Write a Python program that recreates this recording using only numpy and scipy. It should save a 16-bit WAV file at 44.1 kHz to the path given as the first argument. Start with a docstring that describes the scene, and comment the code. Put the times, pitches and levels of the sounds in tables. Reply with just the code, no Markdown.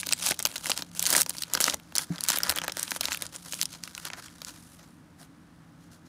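"""In a quiet carpeted room, a foil card pack is peeled open along its seam by hand, close to the microphone.
Creases snap through one by one: short noise bursts ring the facet, the sheet and the sharp ridge.
Under them tiny folds crackle and surfaces hiss, shaped by strokes of the fingers; the sheet puffs air.
A dull knock falls midway; later the cards slide with a soft hiss and tap once. Knock and tap are fading tones.
Air noise, a low rumble and a wavering hum lie beneath; a short diffuse echo follows the hands."""
import sys
import numpy as np
from scipy import signal
from scipy.fft import rfft, irfft
from scipy.io import wavfile
from scipy.ndimage import uniform_filter1d

SR = 44100
rng = np.random.default_rng(int(sys.argv[2]) if len(sys.argv) > 2 else 0)


def bounce(signal):
    """Save signal as a 16-bit WAV file at the path given by the first command-line argument."""
    frames = np.transpose(np.atleast_2d(signal))
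    limited = np.clip(frames, -1, 1)
    pcm = np.round(limited * 32767).astype(np.int16)
    wavfile.write(sys.argv[1], SR, pcm)


N = 268128

# spectrum of the room's air noise: (frequency [Hz], relative density [dB per Hz])
AIR_SPECTRUM = [(15, -56.5), (25, -25), (59, -1.5), (172, -2), (219, -3.5), (301, -0.5), (354, -22),
                (427, -16.5), (691, -18), (749, -18), (978, -18.5), (1420, -19), (2240, -25), (7090, -36.5),
                (15000, -35.5)]
# low resonances in the steady rumble: (frequency [Hz], width [Hz], relative level [dB])
RUMBLE_MODES = [(91, 30, -10.5), (156.5, 13.5, 3), (236, 12, -1.5), (322.6, 26, -3.5)]
AIR_DB, RUMBLE_DB = -54.5, -59  # RMS

# a low hum in the room that swells and fades: (time [s], level [dB])
HUM_LEVEL = [(0, -54), (.3, -55), (.6, -65), (.9, -49), (1.2, -51), (1.4, -59.5), (1.9, -55.5), (3.0, -59),
             (3.5, -55.5), (4.2, -58), (4.6, -57.5), (5.2, -59), (6.08, -56.5)]
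# its tones: (centre frequency [Hz], relative level [dB])
HUM_TONES = [(169.3, 0), (94, -9)]

# strokes of the fingers on the foil, then on the cards, before the layer trims: (strongest time [s],
# swell [s], ease [s], rustle level [dB], sheet flex against rustle [dB], sharp crack against rustle [dB])
STROKES = [(0.0, 0.027, 0.013, -34, -20, 1), (0.131, 0.085, 0.0058, -36, -15, -8),
           (0.283, 0.075, 0.04, -28, -11, -4.5), (0.419, 0.036, 0.015, -39.5, -9, -8),
           (0.49, 0.05, 0.15, -47.5, -3.5, -2), (0.705, 0.064, 0.024, -33, -7, -2.5),
           (0.788, 0.065, 0.035, -39.5, -6.5, -5.5), (1.0, 0.044, 0.072, -38.5, -12, -2),
           (1.193, 0.12, 0.02, -26, -6, -1), (1.295, 0.022, 0.02, -45, -10, -4),
           (1.415, 0.091, 0.011, -44, -20, -1.5), (1.563, 0.074, 0.035, -47.5, 2, -5),
           (1.631, 0.028, 0.077, -29.5, -11, -4.5), (1.743, 0.17, 0.0042, -37.5, -3.5, -8),
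           (2.021, 0.042, 0.023, -37, -10, -2), (2.147, 0.047, 0.092, -52.5, 5.5, -3),
           (2.346, 0.089, 0.029, -31.5, -12, -4.5), (2.501, 0.076, 0.032, -35.5, -0.5, -4.5),
           (2.56, 0.0086, 0.029, -37.5, 0, -12), (2.686, 0.071, 0.021, -45.5, 0, -14),
           (2.797, 0.035, 0.065, -39, -9, -3.5), (2.969, 0.099, 0.008, -40.5, -20, -1.5),
           (3.052, 0.035, 0.052, -38, -7, -5.5), (3.118, 0.015, 0.042, -34.5, -12, -6.5),
           (3.231, 0.034, 0.037, -43.5, -2, -3), (3.348, 0.02, 0.027, -43, -5.5, -4),
           (3.469, 0.015, 0.015, -45, -2, -3), (3.615, 0.17, 0.025, -44, -14, -1),
           (3.737, 0.041, 0.03, -45, -17, -5.5), (3.84, 0.011, 0.072, -48, -13, -5),
           (4.01, 0.065, 0.04, -48.5, -8, -3.5), (4.057, 0.008, 0.023, -36, -7.5, -9),
           (4.134, 0.012, 0.022, -54, 10, -21), (4.192, 0.016, 0.008, -43, 4, -1),
           (4.253, 0.034, 0.02, -45, -20, -6.5), (4.475, 0.012, 0.037, -41.5, -10, -5.5),
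           (4.57, 0.028, 0.017, -54, -3, -6), (4.62, 0.27, 0.28, -61, -14, 1),
           (4.738, 0.015, 0.01, -55, -9, -1), (4.794, 0.0074, 0.077, -57.5, -0.5, -22.5),
           (5.213, 0.023, 0.039, -55, 0, -0.5), (5.842, 0.052, 0.039, -64, -8.5, -5),
           (5.925, 0.015, 0.047, -57, -5, -4), (6.064, 0.012, 0.025, -62, -1.5, -7)]
STROKE_ROUNDNESS = 2.04  # 2 = a bell curve, 1 = a peak
# faint rustle of the wrapper while merely held, before the layer trims: (time [s], level [dB])
HELD_RUSTLE = [(0, -55), (.6, -63), (.9, -58), (1.45, -55), (1.82, -62.5), (2.3, -53), (3.3, -58),
               (4.5, -57.5), (5.0, -74.5), (6.08, -73)]
HELD_FLEX_DB, HELD_CRACK_DB = -7, -5.5  # against the held rustle
# smooth sliding against the folds: (time [s], level [dB])
SLIDING = [(0, -36), (.7, -10), (1.1, -9), (1.65, -5), (2.0, 7), (2.35, -15), (3.1, -7), (3.5, -1),
           (4.3, -2.5), (6.08, 7.5)]
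# the slack wrapper rings hollow once it is open: (time [s], level against the rustle [dB])
HOLLOW_LEVEL = [(0, -26.5), (1.7, -19), (2.4, -7.5), (3.1, -10.5), (3.5, -24), (4.15, -7), (4.6, -16),
                (5.0, -19.5)]
HOLLOW_HZ, HOLLOW_WIDTH_HZ = 1372, 1520
# harder work sets off more folds: rate at a middling level, and its dB of growth per dB of level
FOLDS_PER_S, MIDDLING_DB, FOLD_GROWTH = 1500, -46.5, .3
# ridges that flip: how many folds go to one flip, and its boost
FOLDS_PER_FLIP, FLIP_DB = 28, 10

# creases snapping through; flex and crack are against the snap, before the layer trims: (time [s],
# reference level over 3 ms [dB], facet pitch [Hz], sheet flex [dB], sharp crack [dB])
CREASES = [(0.0318, -29.5, 2020, -30, -16), (0.064, -37, 5000, -27, -3), (0.069, -31, 4030, -11, 2),
           (0.083, -45, 3800, -13, 2), (0.0907, -28, 3900, -23.5, -4), (0.1126, -33, 2080, -11, -14),
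           (0.125, -16, 4240, -18, -5), (0.1336, -15.5, 7070, -43, -14), (0.1897, -41, 4100, -28, 0),
           (0.2633, -22, 5800, -15, -1), (0.2685, -26.5, 4000, -9.5, -15), (0.2794, -30, 6300, -13, 1),
           (0.2897, -35, 7260, -22, 11), (0.3097, -26.5, 4730, -2.5, 4), (0.3192, -28.5, 2380, -3.5, -18),
           (0.3428, -39, 3420, -22, -2), (0.3919, -28, 5700, -18, -0.5), (0.4004, -35, 3500, -6, -6),
           (0.4265, -29.5, 7300, -30, 1), (0.4532, -15.5, 4580, -14.5, -4), (0.4603, -24.5, 3400, -18, 0),
           (0.4708, -31, 3870, -19, 1), (0.5152, -41, 3820, -21, -8), (0.5578, -31.5, 2230, -14, -3),
           (0.5613, -30.5, 3800, -14, -2.5), (0.5664, -31, 3930, -24, -19), (0.5807, -35, 4830, -16, -3),
           (0.6584, -27, 1980, -33, -5), (0.6971, -25.5, 5130, -4.5, -12), (0.701, -29, 5670, -12, 1),
           (0.717, -19, 3160, -18.5, -20), (0.7763, -24, 5000, -22, -7.5), (0.792, -36, 3000, -7, -4),
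           (0.8224, -29.5, 3840, -12, -7), (0.9503, -41.5, 5660, -12, -2), (0.995, -22, 5900, -21, -3),
           (1.0264, -25, 3900, -30, 5), (1.0546, -22.5, 5000, -32, -8), (1.0599, -26, 7000, -32, -8),
           (1.0654, -17.5, 6860, -39, -6), (1.0709, -25.5, 4900, -39, 2.5), (1.1039, -23.5, 6000, -16, 5.5),
           (1.1286, -20, 6600, -9.5, 2), (1.151, -22, 1670, -6.5, -4), (1.1649, -16, 6540, -16, 0.5),
           (1.183, -32, 6140, -23, -5), (1.1928, -29.5, 6600, -24.5, -8), (1.2034, -26, 6430, -24, -1),
           (1.2104, -21, 5960, -25, 3.5), (1.2176, -14, 5970, -24, -3), (1.2315, -33, 5400, -28, 2),
           (1.2625, -33.5, 4570, -6.5, -2), (1.2947, -25, 7460, -24, 2), (1.3055, -32, 4650, -13, -6),
           (1.3504, -48.5, 3920, 2, -4), (1.368, -39.5, 5500, -19.5, -2), (1.3837, -32.5, 4550, -31, -8),
           (1.4219, -23.5, 4800, -35, -6), (1.4354, -29, 3500, -29, -5), (1.5365, -18, 6600, -24, -6),
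           (1.543, -29, 4130, -28, -2), (1.5507, -20.5, 4800, -8.5, -4), (1.5741, -28.5, 2900, -5, -5),
           (1.579, -38.5, 5500, -24, -14), (1.604, -23.5, 5600, -4, 3), (1.6103, -20, 7300, -22, 0.5),
           (1.6234, -25, 4400, -34, -1), (1.6418, -14.5, 6000, -25, -5), (1.6769, -28, 6800, -3, -8),
           (1.6814, -22.5, 2070, -5.5, -8), (1.6983, -22.5, 5300, -26, -7.5),
           (1.7385, -32.5, 3180, -3.5, -8), (1.7431, -25.5, 5900, -11, -2), (1.799, -50, 2000, -10, -2),
           (1.9232, -49.5, 1800, -2.5, -2), (1.954, -27, 4460, -15, 2), (1.96, -30.5, 5200, -11.5, 2),
           (1.9645, -23, 6200, -33, -11), (1.9721, -35.5, 4500, -6, -12), (1.9825, -16.5, 5350, -37, -3.5),
           (1.9906, -30.5, 1980, -9, -17), (2.1592, -41, 4300, -12.5, -18), (2.1822, -35, 3130, -30, -14),
           (2.2078, -30, 4700, -31, 1), (2.2382, -30.5, 4600, -29, 7), (2.2424, -41, 6260, -34, 4),
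           (2.286, -20.5, 5200, -19.5, 3), (2.2907, -20, 5750, -24, -7), (2.2964, -42, 2330, -5, -12),
           (2.302, -16.5, 6600, -14.5, -4), (2.3101, -29, 4600, -32, -2), (2.3194, -32, 3400, -21, -4),
           (2.3418, -36, 3300, 2, -11), (2.361, -29, 3800, -20, 3), (2.3725, -29, 2310, -6, 4),
           (2.3859, -30.5, 2730, -23, 11.5), (2.4041, -33, 1660, -13, -17), (2.434, -21.5, 5070, -26, 1),
           (2.4954, -19, 4540, -24, -0.5), (2.5009, -28.5, 3870, -2, 8), (2.5111, -33.5, 1720, -10, 6),
           (2.5229, -35.5, 2860, -1, 1), (2.5604, -34, 3300, -23, 5.5), (2.5761, -31.5, 2660, -12, 0),
           (2.586, -24, 2520, -11, -5), (2.6169, -29.5, 2280, -7.5, -10), (2.6379, -36, 5670, -1, -17),
           (2.6435, -39, 2000, 0, 3), (2.6804, -26, 1760, -7.5, -2.5), (2.6962, -31, 2760, -9, -18),
           (2.721, -32, 5200, -18, -3), (2.77, -30, 5700, -5, -2), (2.7958, -27.5, 5400, -26, -5),
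           (2.8297, -23.5, 6800, -23, -1.5), (2.8792, -36.5, 3200, -9, -9), (2.9079, -29.5, 5150, -30, 0),
           (2.9175, -27, 2300, -5.5, -4), (2.962, -39, 3100, 2, 5), (3.0095, -23, 4200, -13, -1.5),
           (3.033, -30, 2860, -28, -5), (3.055, -21.5, 4070, -22, -7), (3.0844, -36, 2400, 1, -9),
           (3.1198, -27, 2350, -11.5, -7), (3.1302, -27, 5760, -31, -6), (3.147, -29, 2370, -18, -3.5),
           (3.173, -36, 2630, -11.5, 3), (3.2221, -28, 3950, -12, 1.5), (3.2656, -35.5, 5850, -35, -16),
           (3.3616, -34, 6500, -33, -18), (3.5242, -28.5, 5450, -31, -8), (3.5342, -30, 2310, -12, -5.5),
           (3.5419, -32.5, 4640, -29, -4), (3.5929, -36.5, 2090, -14, -17), (3.6143, -19, 5800, -49, -7),
           (3.6248, -30, 4570, -30, -2), (3.6298, -24.5, 6400, -21, 0), (3.6556, -27.5, 5400, -40, -8),
           (3.7377, -40.5, 3300, -13, -16), (3.7493, -46, 4040, -2.5, -11), (3.837, -30.5, 5050, -28, -8.5),
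           (3.876, -36, 1940, -31, -8), (3.9505, -32.5, 5700, -37, -13), (3.9787, -33.5, 2100, -17, -4),
           (4.0527, -35.5, 3470, -7, 3.5), (4.0842, -44, 3300, -8, 1), (4.102, -35.5, 2310, -8.5, -23),
           (4.1341, -33, 2430, -11.5, -18), (4.283, -46, 2950, -22, -14), (4.4179, -35, 3750, -10.5, -5),
           (4.4483, -34, 6700, -40, -6)]
SNAP_WINDOW_S = .003
# broad resonances of the whole wrapper as it flexes: (frequency [Hz], width [Hz], level [dB])
SHEET_MODES = [(182, 120, -3), (288, 61, 1.5), (580, 180, 0), (901, 168, 0), (1477, 990, -3.5)]
# the creak before a snap, against the buckle, and its rise
STRAIN_DB, STRAIN_S = -17, .0009
RELEASE_DB = -2  # the sharp release, against the run of slips
# decay of a middling buckle, and its spread from crease to crease
BUCKLE_S, BUCKLE_SPREAD_OCTAVES = 0.00088, 1
# a buckle that moves more of the sheet takes longer: middling flex [dB], dB of length per dB of flex
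MIDDLING_FLEX_DB, BUCKLE_GROWTH = -16, 0.19

# air pushed at the microphone as the sheet flaps: (time [s], level [dB])
PUFFS = [(0.304, -45), (1.152, -68), (1.742, -44.5), (2.494, -40.5), (2.68, -59), (3.086, -49)]

# dull knocks of the hand: (time [s], level [dB])
KNOCKS = [(2.1000, -15.5)]
# what a knock rings with: (frequency [Hz], relative level [dB], t60 [s])
KNOCK_MODES = [(168.5, -0.5, .1), (290, -4.5, 0.074), (333, -14.5, .06), (705, -26.5, .06)]
# the cards are squared against the palm: (time [s], level [dB], pitch [Hz], t60 [s])
CARD_TAPS = [(5.208, -42.5, 694, 0.047)]
CONTACT_S = .004  # softness of both blows

# colour of the room's echo: (frequency [Hz], relative level [dB])
ECHO_COLOUR = [(100, 21), (500, 8), (1400, -1), (3000, 1), (7000, -1), (15000, -1.5)]
# t60 at the lowest pitches before the treble loss, and total echo energy
ROOM_T60_S, ECHO_DB = 0.1, -17.5

# response of the microphone: (frequency [Hz], gain [dB])
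MICROPHONE = [(100, -3), (1500, 2), (2400, -1), (4000, 0), (9500, 1.5), (12500, -6.5), (15500, -6.5)]
CUTOFF_HZ = 15500


def from_db(db):
    """Decibels to an amplitude factor."""
    return 10 ** (np.asarray(db) / 20)


def rms_one(x):
    """Scale to an RMS of 1."""
    return x / np.sqrt(np.mean(x ** 2) + 1e-20)


def energy_one(x):
    """Scale to a total energy of 1."""
    return x / np.sqrt(np.sum(x ** 2) + 1e-20)


def in_time(rows):
    """Draw each column of a curve out sample by sample."""
    s, *columns = np.transpose(rows)
    return [np.interp(np.arange(N) / SR, s, c) for c in columns]


def add(out, s, sound):
    """Mix a sound in at its moment."""
    at = max(round(s * SR), 0)
    out[at:at + len(sound)] += sound[:N - at]


def band(x, low_hz, high_hz):
    """Keep one band of pitches."""
    edges = [low_hz, min(high_hz, .45 * SR)]
    return signal.sosfilt(signal.butter(2, edges, "band", fs=SR, output="sos"), x)


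def resonate(x, hz, width_hz):
    """Ring one resonance, with a gain of about 1 at its peak."""
    r = np.exp(-np.pi * width_hz / SR)
    zeros = np.array([1, 0, -1]) * (1 - r * r) / 2
    poles = [1, -2 * r * np.cos(2 * np.pi * hz / SR), r * r]
    return signal.lfilter(zeros, poles, x + 1e-18)


def body(x, modes):
    """Ring resonances in parallel, signs alternating."""
    return sum((-1) ** k * from_db(db) * resonate(x, hz, width)
               for k, (hz, width, db) in enumerate(modes))


def colour(x, spectrum):
    """Shape a sound with a smooth spectrum."""
    hz, db = np.transpose(spectrum)
    freqs = np.maximum(np.fft.rfftfreq(len(x), 1 / SR), 1)
    gain = from_db(np.interp(np.log(freqs), np.log(hz), db))
    return irfft(rfft(x) * gain, len(x))


def drift(rate):
    """Wander by chance with an RMS of 1, turning about `rate` times a second."""
    knots = rng.standard_normal(N // 20)
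    return rms_one(np.interp(np.arange(N) * rate / SR, np.arange(len(knots)), knots))


def even(x, size=1500):
    """Take out the slow swings of level and leave the grain."""
    power = uniform_filter1d(uniform_filter1d(x ** 2, size), size)
    return x / np.sqrt(power + 1e-12)


def room_tone():
    """Faint steady air noise over noise-fed low resonances."""
    air, low = rng.standard_normal((2, N))
    air = from_db(AIR_DB) * rms_one(colour(air, AIR_SPECTRUM))
    rumble = from_db(RUMBLE_DB) * rms_one(band(body(low, RUMBLE_MODES), 60, 400))
    return air + rumble


def hum(waver_hz=4, waver_db=0.5):
    """Low tones whose pitch and level wander by chance."""
    level_db, = in_time(HUM_LEVEL)
    tones = np.zeros(N)
    for hz, db in HUM_TONES:
        loudness = from_db(db + waver_db * drift(9))
        phase = 2 * np.pi * np.cumsum(hz + waver_hz * drift(8)) / SR
        tones += loudness * np.sin(phase)
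    return from_db(level_db) * rms_one(tones)


def handling():
    """Strokes swell and ease off, driving the rustle, the sheet's flex and the sharp crack."""
    t = np.arange(N) / SR
    held_db, = in_time(HELD_RUSTLE)
    power = np.outer(from_db([0, HELD_FLEX_DB, HELD_CRACK_DB]), from_db(held_db)) ** 2
    for s, swell_s, ease_s, db, flex_db, crack_db in STROKES:
        near = slice(*np.searchsorted(t, [s - 3 * swell_s, s + 3 * ease_s]))
        side_s = np.where(t[near] < s, swell_s, ease_s)
        bell = np.exp(-np.abs((t[near] - s) / side_s) ** STROKE_ROUNDNESS)
        power[:, near] += np.outer(from_db([db, db + flex_db, db + crack_db]), bell) ** 2
    return np.sqrt(power)


def rustle(size_db=2.0, clump_db=3.5, clumps_per_s=200, facet_width=0.067,
           mid_db=-2.58, flex_db=-1.5, crack_db=2.0):
    """Tiny folds give way in clumps, each ringing one of 14 facets, over the hiss of sliding surfaces."""
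    level, flex, crack = handling()
    slide_db, = in_time(SLIDING)
    per_s = FOLDS_PER_S * (level / from_db(MIDDLING_DB)) ** FOLD_GROWTH
    clumps = from_db(clump_db * drift(clumps_per_s))

    born = rng.random(N) < per_s * clumps / SR
    sizes = from_db(size_db * np.minimum(rng.exponential(1, N), 4))
    folds = born * clumps * sizes * rng.choice([-1, 1], N)
    dealt = rng.integers(0, 14, N)
    pitches = np.geomspace(2200, 7600, num=14)
    facets = sum(resonate(folds * (dealt == k), hz, facet_width * hz) for k, hz in enumerate(pitches))

    # the sliding catches and eases with the same clumps
    slide = even(np.sqrt(clumps) * rng.standard_normal(N))
    # now and then a whole ridge flips with a sharp, broad tick
    flipped = rng.random(N) < per_s / FOLDS_PER_FLIP / SR
    flips = flipped * rng.standard_normal(N) * from_db(FLIP_DB) * np.sqrt(SR / per_s)
    drive = even(folds) + from_db(slide_db) * slide + flips

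    crackle = even(band(facets, 970, 9800))
    hiss = rms_one(band(slide, 2600, 7200)) * from_db(slide_db)
    mid = even(crackle + hiss + 2 * band(flips, 2370, 5600))
    sheet = even(body(drive, SHEET_MODES))
    ridges = even(resonate(band(drive, 7800, 17000), 9500, 6000))
    hollow_db, = in_time(HOLLOW_LEVEL)
    cavity = resonate(resonate(drive, HOLLOW_HZ, HOLLOW_WIDTH_HZ), HOLLOW_HZ, HOLLOW_WIDTH_HZ)
    hollow = from_db(hollow_db) * even(cavity)

    near = level * (from_db(mid_db) * mid + hollow)
    return near + flex * from_db(flex_db) * sheet + crack * from_db(crack_db) * ridges


def snaps(rise_s=0.0002, facet_width=0.39, facet_db=-3, pane_db=-3.5, pane_width=0.079,
          spread_db=-6.0, flex_db=5.0, crack_db=4.3, flutter_db=-23, flutter_s=0.0032):
    """A crease strains, then buckles in a run of slips: its facet rings, the sheet flexes, the ridge cracks."""
    out, t = np.zeros(N), np.arange(-192, 832) / SR
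    before, after = np.minimum(t, 0), np.maximum(t, 0)
    panes = rng.uniform(-0.94, 1, (len(CREASES), 3))
    chances = rng.standard_normal((len(CREASES), 3, len(t)))
    stretches = 2 ** (BUCKLE_SPREAD_OCTAVES * rng.standard_normal(len(CREASES)))
    for (s, db, hz, flex, crack), stretch, chance, octaves in zip(CREASES, stretches, chances, panes):
        length = BUCKLE_S * stretch * from_db(BUCKLE_GROWTH * (flex - MIDDLING_FLEX_DB))
        buckle = np.exp(before / rise_s - after / length)
        # the film creaks just before the buckle and flutters a little after
        creak = from_db(STRAIN_DB) * np.exp(before / STRAIN_S)
        tremble = from_db(flutter_db) * np.exp(-after / flutter_s)
        flutter = np.where(t < 0, creak, tremble)
        slips, shiver, twang = chance * (buckle + flutter)
        # one sharp release stands out of the run of slips
        release = from_db(RELEASE_DB) * (t == 0)
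        slips, shiver = energy_one(slips) + release, energy_one(shiver) + release

        ring = resonate(resonate(shiver, hz, facet_width * hz), hz, 2 * facet_width * hz)
        facet = from_db(facet_db) * energy_one(ring)
        # the taut panes beside the crease give each snap a few narrow tones of its own
        pane_hz = hz * 2 ** (0.79 * octaves)
        tones = from_db(pane_db) * energy_one(sum(resonate(twang, f, pane_width * f) for f in pane_hz))
        neighbours = from_db(spread_db) * energy_one(band(slips, 1720, min(3.7 * hz, 8500)))
        sheet = from_db(flex + flex_db) * energy_one(body(slips, SHEET_MODES))
        sharp = resonate(band(slips, 10000, .45 * SR), 8600, 13000)
        ridge = from_db(crack + crack_db) * energy_one(sharp)
        snap = facet + tones + neighbours + sheet + ridge
        add(out, s + t[0], from_db(db) * np.sqrt(SNAP_WINDOW_S * SR) * snap)
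    return out


def puffs(puff_hz=75, swell_s=0.0056):
    """Each flap of the sheet is a brief low swing of pressure."""
    out, t = np.zeros(N), np.arange(SR // 8) / SR
    swing = t / swell_s * np.exp(1 - t / swell_s) * np.sin(2 * np.pi * puff_hz * t)
    for s, db in PUFFS:
        add(out, s - swell_s, from_db(db) * swing)
    return out


def soft_contact(t):
    """A soft blow eases in while the surfaces press together."""
    return (1 - np.exp(-t / CONTACT_S)) ** 2


def knocks():
    """A soft blow sets a few low modes ringing, a dull knock."""
    out, t = np.zeros(N), np.arange(SR // 2) / SR
    ring = sum(from_db(db - 60 * t / t60) * np.sin(2 * np.pi * hz * t) for hz, db, t60 in KNOCK_MODES)
    for s, db in KNOCKS:
        add(out, s, from_db(db) * soft_contact(t) * ring)
    return out


def card_taps():
    """The stack meets the palm with one short, soft-edged tone."""
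    out, t = np.zeros(N), np.arange(SR // 2) / SR
    for s, db, hz, t60 in CARD_TAPS:
        add(out, s, from_db(db - 60 * t / t60) * soft_contact(t) * np.sin(2 * np.pi * hz * t))
    return out


def room_echo(x, first_echo_s=0.00057, dull_hz=14000):
    """A diffuse noise tail that builds up within a few milliseconds; the treble dies sooner."""
    t = np.arange(SR // 2) / SR
    noise = colour(rng.standard_normal(len(t)), ECHO_COLOUR)
    tail = np.zeros(len(t))
    for low in 80 * 2. ** np.arange(8):  # octave bands
        tail += band(noise, low, 2 * low) * from_db(-60 * t * (1 + low / dull_hz) / ROOM_T60_S)
    tail = energy_one(tail * (1 - np.exp(-t / first_echo_s)))
    return from_db(ECHO_DB) * signal.fftconvolve(x, tail)[:N]


def scene():
    """Foil, cards and hands close by, the room behind them."""
    hands = snaps() + rustle() + knocks() + card_taps() + puffs()
    return (hands + room_echo(hands) + room_tone() + hum())[None]


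def record(dry):
    """The microphone colours the sound, tall peaks are rounded and the top is cut."""
    top = .8  # ceiling of the rounding
    heard = colour(dry[0], MICROPHONE)[None]
    rounded = top * np.tanh(heard / top)
    return signal.sosfilt(signal.ellip(10, .1, 80, CUTOFF_HZ, fs=SR, output="sos"), rounded)


dry = scene()
out = record(dry)
bounce(out)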